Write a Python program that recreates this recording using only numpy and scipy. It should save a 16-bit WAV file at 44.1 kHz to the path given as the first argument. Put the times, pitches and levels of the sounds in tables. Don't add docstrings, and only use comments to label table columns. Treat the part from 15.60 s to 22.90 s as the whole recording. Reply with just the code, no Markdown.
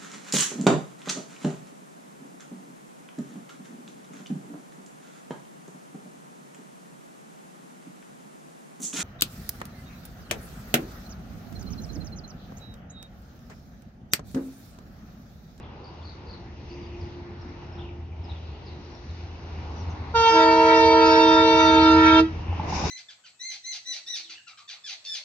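import sys
import numpy as np
from scipy import signal
from scipy.fft import rfft, irfft
from scipy.io import wavfile
from scipy.ndimage import uniform_filter1d

SR = 44100
rng = np.random.default_rng(int(sys.argv[2]) if len(sys.argv) > 2 else 0)


def how_loud(loudness_db):
    steps = np.asarray(loudness_db, float) / 20
    return 10 ** steps


def unload_audio(sound):
    columns = np.transpose(np.atleast_2d(sound))
    steps = np.round(np.clip(columns, -1, 1) * 32767)
    wavfile.write(sys.argv[1], SR, steps.astype(np.int16))


N = 321930
T = np.arange(N) / SR
FIRING_HZ = 80.7
FAR_HORN_HZ = 349.6

# time_s, pitch_hz
HIGH_HORN_PITCH = [
    (4.55, 463.3), (4.58, 458.5), (4.63, 456.6), (4.72, 454.5), (5, 455.7), (5.3, 454.8),
    (5.6, 455.1), (5.9, 454), (6.2, 454.4), (6.5, 453)]
LOW_HORN_PITCH = [
    (4.738, 324.6), (4.8, 322.7), (5, 322.5), (5.3, 321.9), (5.6, 320.8), (5.9, 320.7),
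    (6.2, 319.5), (6.5, 319.4), (6.64, 321.6), (6.68, 323)]
# time_s, note_db, second_db, third_db, upper_db
HIGH_HORN_LEVELS = [(4.53, -33, -31, -40, -51), (4.545, -25.5, -26, -27, -41.5),
                    (4.56, -24, -20.5, -24, -29.5), (4.6, -24, -22.5, -25.5, -29.5),
                    (4.68, -23.5, -16, -28, -24.5), (4.78, -20.5, -18.5, -24.5, -26),
                    (4.88, -22, -17, -27, -28), (4.98, -22.5, -17.5, -29.5, -27.5),
                    (5.08, -19.5, -19.5, -25.5, -26), (5.18, -20.5, -19.5, -25, -26),
                    (5.28, -18.5, -17, -38, -26), (5.38, -19.5, -18, -24.5, -27),
                    (5.48, -21, -19.5, -29, -27), (5.58, -19, -17, -30.5, -26),
                    (5.68, -22, -20, -26.5, -25), (5.78, -23, -22, -23, -24.5), (5.88, -20, -22, -30, -23),
                    (5.98, -24, -21, -22.5, -24), (6.08, -28, -21, -21.5, -24.5),
                    (6.18, -24, -17, -26, -26.5), (6.28, -31.5, -25, -20.5, -24),
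                    (6.38, -23.5, -25, -22.5, -27.5), (6.48, -31.5, -24.5, -22.5, -24),
                    (6.58, -31.5, -26.5, -21, -25), (6.6, -26, -30, -21.5, -25),
                    (6.62, -31, -46, -39, -36.5), (6.65, -48, -43.5, -46, -48), (6.68, -58, -49, -45, -56)]
LOW_HORN_LEVELS = [(4.68, -45, -46, -42, -53.5), (4.71, -37.5, -50, -47, -46.5),
                   (4.74, -27.5, -34.5, -36, -47.5), (4.769, -22, -27.5, -23, -36),
                   (4.81, -23.5, -24.5, -24.5, -30.5), (4.9, -22.5, -25.5, -26.5, -38),
                   (5.01, -23.5, -24, -23.5, -34.5), (5.12, -21.5, -24, -24, -30.5),
                   (5.23, -23.5, -27, -26.5, -39), (5.341, -21.5, -24.5, -24.5, -36),
                   (5.45, -20.5, -27.5, -25, -33), (5.56, -21, -25, -24.5, -32),
                   (5.669, -19, -26, -25.5, -38.5), (5.78, -20, -25, -24, -33.5),
                   (5.891, -21.5, -28, -29.5, -41), (6.0, -21, -25, -25, -33),
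                   (6.11, -19.5, -26.5, -31.5, -34), (6.22, -16.5, -29, -28, -31.5),
                   (6.33, -14.5, -28.5, -26.5, -34.5), (6.44, -15.5, -34.5, -27, -28.5),
                   (6.55, -16, -28, -27, -28.5), (6.6, -14.5, -26, -26, -33), (6.629, -17, -44, -43, -45),
                   (6.659, -25, -59, -50, -42), (6.7, -41, -58, -51.5, -56), (6.74, -49, -51, -60, -57)]
HIGH_HORN_BELL = [-8.5, -7.5, -7.5, -11, -9, -17, -13, -17, -17.5, -20.5, -24, -34.5, -40, -46, -48, -43,
                  -42.5, -51.5]
LOW_HORN_BELL = [-0.5, 2.5, -9, -12, -11.5, -18, -13, -17, -12, -24, -18.5, -19, -28, -32.5, -29.5, -33,
                 -27.5, -37.5]
# time_s, level_db
EXHAUST_LEVELS = [(0.0, -48), (0.04, -37.5), (0.08, -47.5), (0.36, -49), (0.43, -41), (0.61, -47.5),
                  (0.73, -40), (0.77, -59), (0.91, -43), (1.22, -54), (1.26, -39), (1.38, -51), (1.42, -35),
                  (1.61, -45), (1.85, -37.5), (2.03, -54), (2.09, -37), (2.88, -37), (2.91, -43.5),
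                  (3.36, -42), (3.39, -56), (3.5, -36), (3.84, -39), (3.94, -33.5), (4.33, -34.5),
                  (4.37, -46), (4.41, -33), (4.47, -38.5), (4.51, -33), (4.78, -46.5), (4.84, -42.5),
                  (4.94, -53.5), (5.0, -44.5), (5.08, -47), (5.26, -33.5), (5.47, -40.5), (5.71, -49),
                  (5.75, -35), (5.81, -32), (5.9, -54.5), (5.94, -39), (6.08, -33.5), (6.12, -39),
                  (6.22, -28), (6.32, -32), (6.4, -25.5), (6.44, -34.5), (6.51, -28.5), (6.57, -34),
                  (6.65, -33.5), (6.69, -47), (6.77, -28.5), (6.85, -37.5), (6.91, -27), (7.01, -27.5),
                  (7.05, -39.5), (7.14, -27.5), (7.3, -38.5)]
CYLINDER_LEVELS = [0, -6, -0.5, -6]
# time_s, rumble_db, rail_roar_db, hiss_db, leaves_db
GEAR_BEFORE_HORNS = [
    (0.0, -50, -53.5, -60, -75.5), (0.25, -50.5, -52, -60.5, -75), (0.43, -53.5, -54.5, -61.5, -72),
    (0.56, -48.5, -54, -60.5, -70.5), (0.71, -46.5, -51, -61, -72.5), (0.91, -49, -55, -63, -74),
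    (1.14, -46.5, -55, -58.5, -71), (1.27, -47, -52, -57.5, -71.5), (1.34, -46, -54.5, -59, -70.5),
    (1.48, -46.5, -53, -61, -70), (1.68, -47, -53.5, -59.5, -78.5), (1.84, -48.5, -53.5, -59.5, -74.5),
    (2.07, -48.5, -55.5, -60.5, -77), (2.24, -47, -53.5, -58.5, -78), (2.52, -51, -55.5, -65, -77),
    (2.68, -49, -51, -58.5, -71.5), (2.84, -50.5, -53, -59, -69.5), (3.03, -48.5, -52, -61.5, -70.5),
    (3.57, -49, -55, -61, -67.5), (3.71, -49.5, -55.5, -59, -73), (3.97, -45.5, -52, -55.5, -70.5),
    (4.14, -47, -49.5, -57.5, -67), (4.5, -48.5, -49.5, -55.5, -67.5)]
GEAR_AFTER_HORNS = [
    (6.72, -40.5, -54, -52, -69), (6.914, -42, -42.5, -51.5, -66), (7.08, -39, -38.5, -48.5, -64)]
GEAR_DRAWING_LEVEL = [(7.14, -37, -37.5, -47, -62.5), (7.26, -36.5, -35, -49, -61),
                      (7.3, -34, -41, -50.5, -62.5)]
# freq_hz, level_db
GEAR_SPECTRUM = [(25, -30), (45, -9.5), (110, -12), (200, -18), (330, -18.5), (560, -27), (880, -22.5),
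                 (1200, -31), (1700, -33.5), (2800, -35.5), (3150, -40), (4700, -42), (6300, -47.5),
                 (7500, -71)]
# start_s, peak_db, ring_hz
WHEEL_KNOCKS = [
    (2.689, -40, 920),
    (6.927, -26, 828.3),
    (6.997, -19.5, 876.3),
    (7.083, -25, 920.3),
    (7.124, -21, 854),
    (7.177, -28, 829),
    (7.238, -20, 850),
]
# time_s, level_db
VENT_LEVELS = [(7.02, -50), (7.052, -56), (7.16, -37.5), (7.204, -39), (7.254, -36.5), (7.3, -36.5)]
# freq_hz, density_db_per_hz
VENT_SPECTRUM = [(880, -38.5), (1500, -2), (1830, -15), (2340, 0), (2810, -7.5), (3160, -21), (3710, -3.5),
                 (4090, -11), (5400, -1), (7040, -8), (9150, -43.5), (15500, -120)]
# time_s, level_db
FAR_HORN_LEVELS = [(0.7, -57.5), (1.05, -54), (1.14, -45), (1.62, -45), (2.07, -51.5), (2.29, -46),
                   (2.4, -49), (2.58, -81), (2.66, -55), (3.03, -65), (3.19, -49.5), (3.54, -64),
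                   (3.61, -56.5), (3.9, -64.5)]
# start_s, length_s, first_hz, last_hz, level_db, trill_hz
BIRD_CALLS = [(0.024, 0.059, 3350, 3270, -65, 33), (0.229, 0.078, 4700, 4500, -61.5, 26),
              (0.421, .13, 4610, 4040, -57, 45), (0.662, 0.11, 4670, 4050, -54, 45),
              (1.089, 0.064, 4600, 4900, -60, 30), (1.2, 0.094, 4800, 4700, -64.5, 20),
              (1.22, 0.046, 3600, 3380, -66, 20), (1.3, .08, 2700, 2570, -61, 30),
              (1.397, 0.053, 5540, 4000, -63, 29), (1.806, 0.024, 6000, 4700, -62, 20),
              (1.88, 0.022, 6200, 4800, -64, 20), (2.17, 0.08, 3650, 3200, -57.5, 30),
              (2.24, 0.073, 2900, 2410, -60, 30), (2.63, .04, 5300, 4800, -65, 22),
              (2.678, .05, 3810, 3740, -54.5, 15), (2.74, 0.054, 3500, 3350, -62, 20),
              (3.05, 0.055, 5050, 4200, -59, 26), (3.063, 0.093, 4000, 3900, -61, 19),
              (3.48, .04, 4000, 3950, -64, 20), (3.3, .1, 5570, 5400, -67, 30),
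              (3.902, 0.17, 2600, 2410, -63, 30), (2.5, .05, 2500, 2300, -67, 20),
              (2.079, .15, 5180, 5530, -70, 30), (.4, .04, 3500, 3440, -65, 20),
              (4.149, .09, 6170, 5470, -62, 40), (4.29, 0.046, 6500, 5530, -62, 30)]
# freq_hz, left_minus_right_db
PORT_BALANCE = [(200, 0.5), (650, -2.5), (950, -1.5), (1350, -8), (1800, 3.5), (2300, 4), (2750, -5.5),
                (3200, 4.5), (3900, 11), (4800, 7), (6500, 5.5)]
# freq_hz, left_lead_rad
PORT_PHASE = [(0, 0), (1120, 0.34), (1460, 2), (1890, 5), (2240, 7.5), (2840, 6.9), (3100, 8.5),
              (3360, 8.5), (3620, 8), (4050, 7), (5000, 8.5), (5430, 8), (6370, 8.5), (6720, 5.5)]


def set_rms(x, db):
    return x * how_loud(db) / np.sqrt(np.mean(x ** 2))


def curves(table):
    time_s, *columns = np.transpose(table)
    return [np.interp(T, time_s, c) for c in columns]


def walk(rate_hz, size=N):
    draws = rng.standard_normal(int(size * rate_hz / SR) + 2)
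    steps = uniform_filter1d(np.repeat(draws, 4), 4)
    return 1.19 * np.interp(np.arange(size) * 4 * rate_hz / SR, np.arange(len(steps)), steps)


def colour(x, points):
    hz, db = np.transpose(points)
    gain_db = np.interp(np.log(np.fft.rfftfreq(N, 1 / SR) + 1), np.log(hz), db)
    return irfft(rfft(x) * how_loud(gain_db), N)


def band(x, lo_hz, hi_hz):
    return signal.sosfilt(signal.butter(2, [lo_hz, hi_hz], "band", fs=SR, output="sos"), x)


def port_gains(hz):
    balance_db = np.interp(hz, *np.transpose(PORT_BALANCE))
    lead_rad = np.interp(hz, *np.transpose(PORT_PHASE))
    half = how_loud(balance_db / 2) * np.exp(.5j * lead_rad)
    return np.array([half, 1 / half]) / np.sqrt((abs(half) ** 2 + abs(half) ** -2) / 2)


def ports(x):
    return irfft(rfft(x) * port_gains(np.fft.rfftfreq(N, 1 / SR)), N)


def horn(pitch, table, bell_db, start_s, rise_s, shimmer_db, skirt_db, air_db, off_axis_db):
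    end_s = table[-1][0]
    on = (T > start_s) & (T < end_s)
    size = on.sum()
    hz = curves(pitch)[0][on]
    levels_db = [c[on] for c in curves(table)]
    partials_db = levels_db[:3] + [levels_db[3] + b for b in bell_db]
    turn = np.exp(2j * np.pi * np.cumsum(hz) / SR)
    out, partial = np.zeros((2, N)), 1
    for k, partial_db in enumerate(partials_db, 1):
        partial = partial * turn * np.exp(-.35j * k)
        height = min(k * hz[0] / 2200, 1)
        slow_db = shimmer_db * height * ((k > 3) * walk(7.005, size=size) + 0.93 * walk(35, size=size))
        slow_db -= off_axis_db * np.clip(k * hz[0] / 4000 - 1, 0, 1) * (T[on] - start_s - 1)
        fray = how_loud(skirt_db) * (0.23 + height) * (walk(250, size=size) + 1j * walk(250, size=size))
        lean = np.exp(height * (0.26 * walk(8, size=size) + .3j * walk(9.94, size=size)))
        wave = np.sqrt(2) * how_loud(partial_db + slow_db) * (1 + fray) * partial
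        gains = port_gains(k * hz.mean())[:, None]
        out[:, on] += np.real(gains * wave * np.array([lean, 1 / lean]))
    air = np.zeros(N)
    air[on] = how_loud(levels_db[3] + air_db) * (1 + .4 * turn.real) * rng.standard_normal(size)
    opening = np.clip(np.minimum((T - start_s) / rise_s, (end_s - T) / 0.04), 0, 1)
    return (out + ports(band(air, 400, 3900))) * opening


def exhaust():
    rate_hz = FIRING_HZ * (1 + 0.0525 * walk(40))
    cycle = np.floor(np.cumsum(rate_hz) / SR).astype(int)
    count = N // 100
    firing_db = np.resize(CYLINDER_LEVELS, count) + 4.35 * rng.standard_normal(count)
    pulses = np.diff(cycle, prepend=0) * how_loud(firing_db)[cycle]
    boom = set_rms(band(band(pulses, 62, 105), 52, 120), 0)
    overtone = set_rms(band(band(pulses, 150, 180), 140, 190), -19.5)
    return (boom + overtone) * how_loud(curves(EXHAUST_LEVELS)[0] - 0.5)


def running_gear():
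    hz, time_s, noise = signal.stft(rng.standard_normal((3, N)), SR, nperseg=1024)
    frames = np.minimum(time_s * SR, N - 1).astype(int)
    place, centres = np.log2(hz + 1), np.arange(4.5, 13.5, .5)
    flicker = np.array([(1.27 * walk(14) + .16 * octave * walk(2.97))[frames] for octave in centres])
    flicker = flicker + 0.65 * walk(4.23)[frames]
    gear = curves(GEAR_BEFORE_HORNS + GEAR_AFTER_HORNS + GEAR_DRAWING_LEVEL)
    nearing = np.array([c[frames] - c[0] for c in gear])
    gear_place = np.log2([220, 800, 2200, 6000])
    columns = []
    for flicker_db, nearing_db in zip(flicker.T, nearing.T):
        columns.append(np.interp(place, centres, flicker_db) + np.interp(place, gear_place, nearing_db))
    spectrum_hz, spectrum_db = np.transpose(GEAR_SPECTRUM)
    db = np.array(columns).T + np.interp(place, np.log2(spectrum_hz), spectrum_db)[:, None]
    share = np.clip(hz / 1000, .13, .7)[:, None]
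    mix = np.array([np.sqrt(1 - share ** 2), share, share])
    near, left, right = signal.istft(noise * how_loud(db) * mix, SR, nperseg=1024)[1][:, :N]
    return how_loud(-12) * (ports(near) + np.array([left * how_loud(2.0), right]))


def knocks():
    out, t = np.zeros(N + SR), T[:SR // 8]
    thud = 0.45 * np.sin(2 * np.pi * 170 * t) * np.exp(-t / 0.011)
    for start_s, peak_db, ring_hz in WHEEL_KNOCKS:
        ring = np.sin(2 * np.pi * ring_hz * t) * np.exp(-t / 0.0063)
        i = int(start_s * SR)
        out[i:i + len(t)] += how_loud(peak_db) * (ring + thud) * np.minimum(t / 0.0014, 1)
    return out[:N]


def vent():
    noise = set_rms(colour(rng.standard_normal((2, N)), VENT_SPECTRUM), 0) * how_loud(1.5 * walk(37))
    side_db = np.array([[5.0], [0.5]])
    opening = np.clip((T - VENT_LEVELS[0][0]) / .05, 0, 1)
    return how_loud(curves(VENT_LEVELS)[0] + side_db) * noise * opening


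def echoes(x):
    t = T[:SR // 2]
    decay = np.exp(-t / 0.017) + 0.16 * np.exp(-t / .15)
    tail = rng.standard_normal((2, len(t))) * decay * np.minimum(t / 0.0013, 1)
    return how_loud(-44.5) * signal.fftconvolve(x[None], tail)[:, :N]


def far_horn():
    phase = 2 * np.pi * np.cumsum(FAR_HORN_HZ + 1.63 * walk(15)) / SR
    level_db = curves(FAR_HORN_LEVELS)[0] + 2.3 * walk(20)
    first_s, last_s = FAR_HORN_LEVELS[0][0], FAR_HORN_LEVELS[-1][0]
    gate = np.clip(np.minimum(T - first_s, last_s - T) / 0.062, 0, 1)
    return np.sqrt(2) * how_loud(level_db) * np.sin(phase) * gate


def birds():
    out = np.zeros(N)
    for start_s, length_s, first_hz, last_hz, level_db, trill_hz in BIRD_CALLS:
        t = T[:int(length_s * SR)]
        trill = 2 * np.pi * trill_hz * t
        hz = first_hz + (last_hz - first_hz) * t / length_s + 250 * np.sin(trill) * trill_hz / 45
        fray = 1 + 1.3 * np.interp(t, t[::60], rng.standard_normal(len(t[::60])))
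        swell = np.sin(np.pi * t / length_s) * (1 - .5 * np.cos(trill))
        whistle = np.sin(2 * np.pi * np.cumsum(hz) / SR)
        i = int(start_s * SR)
        out[i:i + len(t)] += how_loud(level_db) * swell * fray * whistle
    smear = rng.standard_normal((2, SR // 5)) * np.exp(-T[:SR // 5] / 0.05) * how_loud(-32)
    smear[:, 0] = 1
    return signal.fftconvolve(out[None], smear)[:, :N] * how_loud(np.array([[5.0], [0.5]]))


def scene():
    high = horn(HIGH_HORN_PITCH, HIGH_HORN_LEVELS, HIGH_HORN_BELL, start_s=4.536, rise_s=0.019,
                shimmer_db=3.0, skirt_db=-17, air_db=-16.5, off_axis_db=8)
    low = horn(LOW_HORN_PITCH, LOW_HORN_LEVELS, LOW_HORN_BELL, start_s=4.68, rise_s=0.036,
               shimmer_db=3.0, skirt_db=-17.5, air_db=-12.5, off_axis_db=6)
    train = high + low + ports(knocks())
    distant = ports(far_horn() + exhaust())
    return train + distant + echoes(train.mean(axis=0)) + running_gear() + vent() + birds()


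def low_pass(x):
    return signal.sosfilt(signal.butter(12, 10100, fs=SR, output="sos"), x)


def record(dry):
    rounded = np.tanh(1.239 * dry) / 1.155
    mic = colour(rounded, [(30, -16), (50, -0.5), (5500, -0.5), (6600, -3.5), (7300, -10.5),
                           (10000, -15), (10500, -35.5)])
    return low_pass(mic)


dry = scene()
out = record(dry)
unload_audio(out)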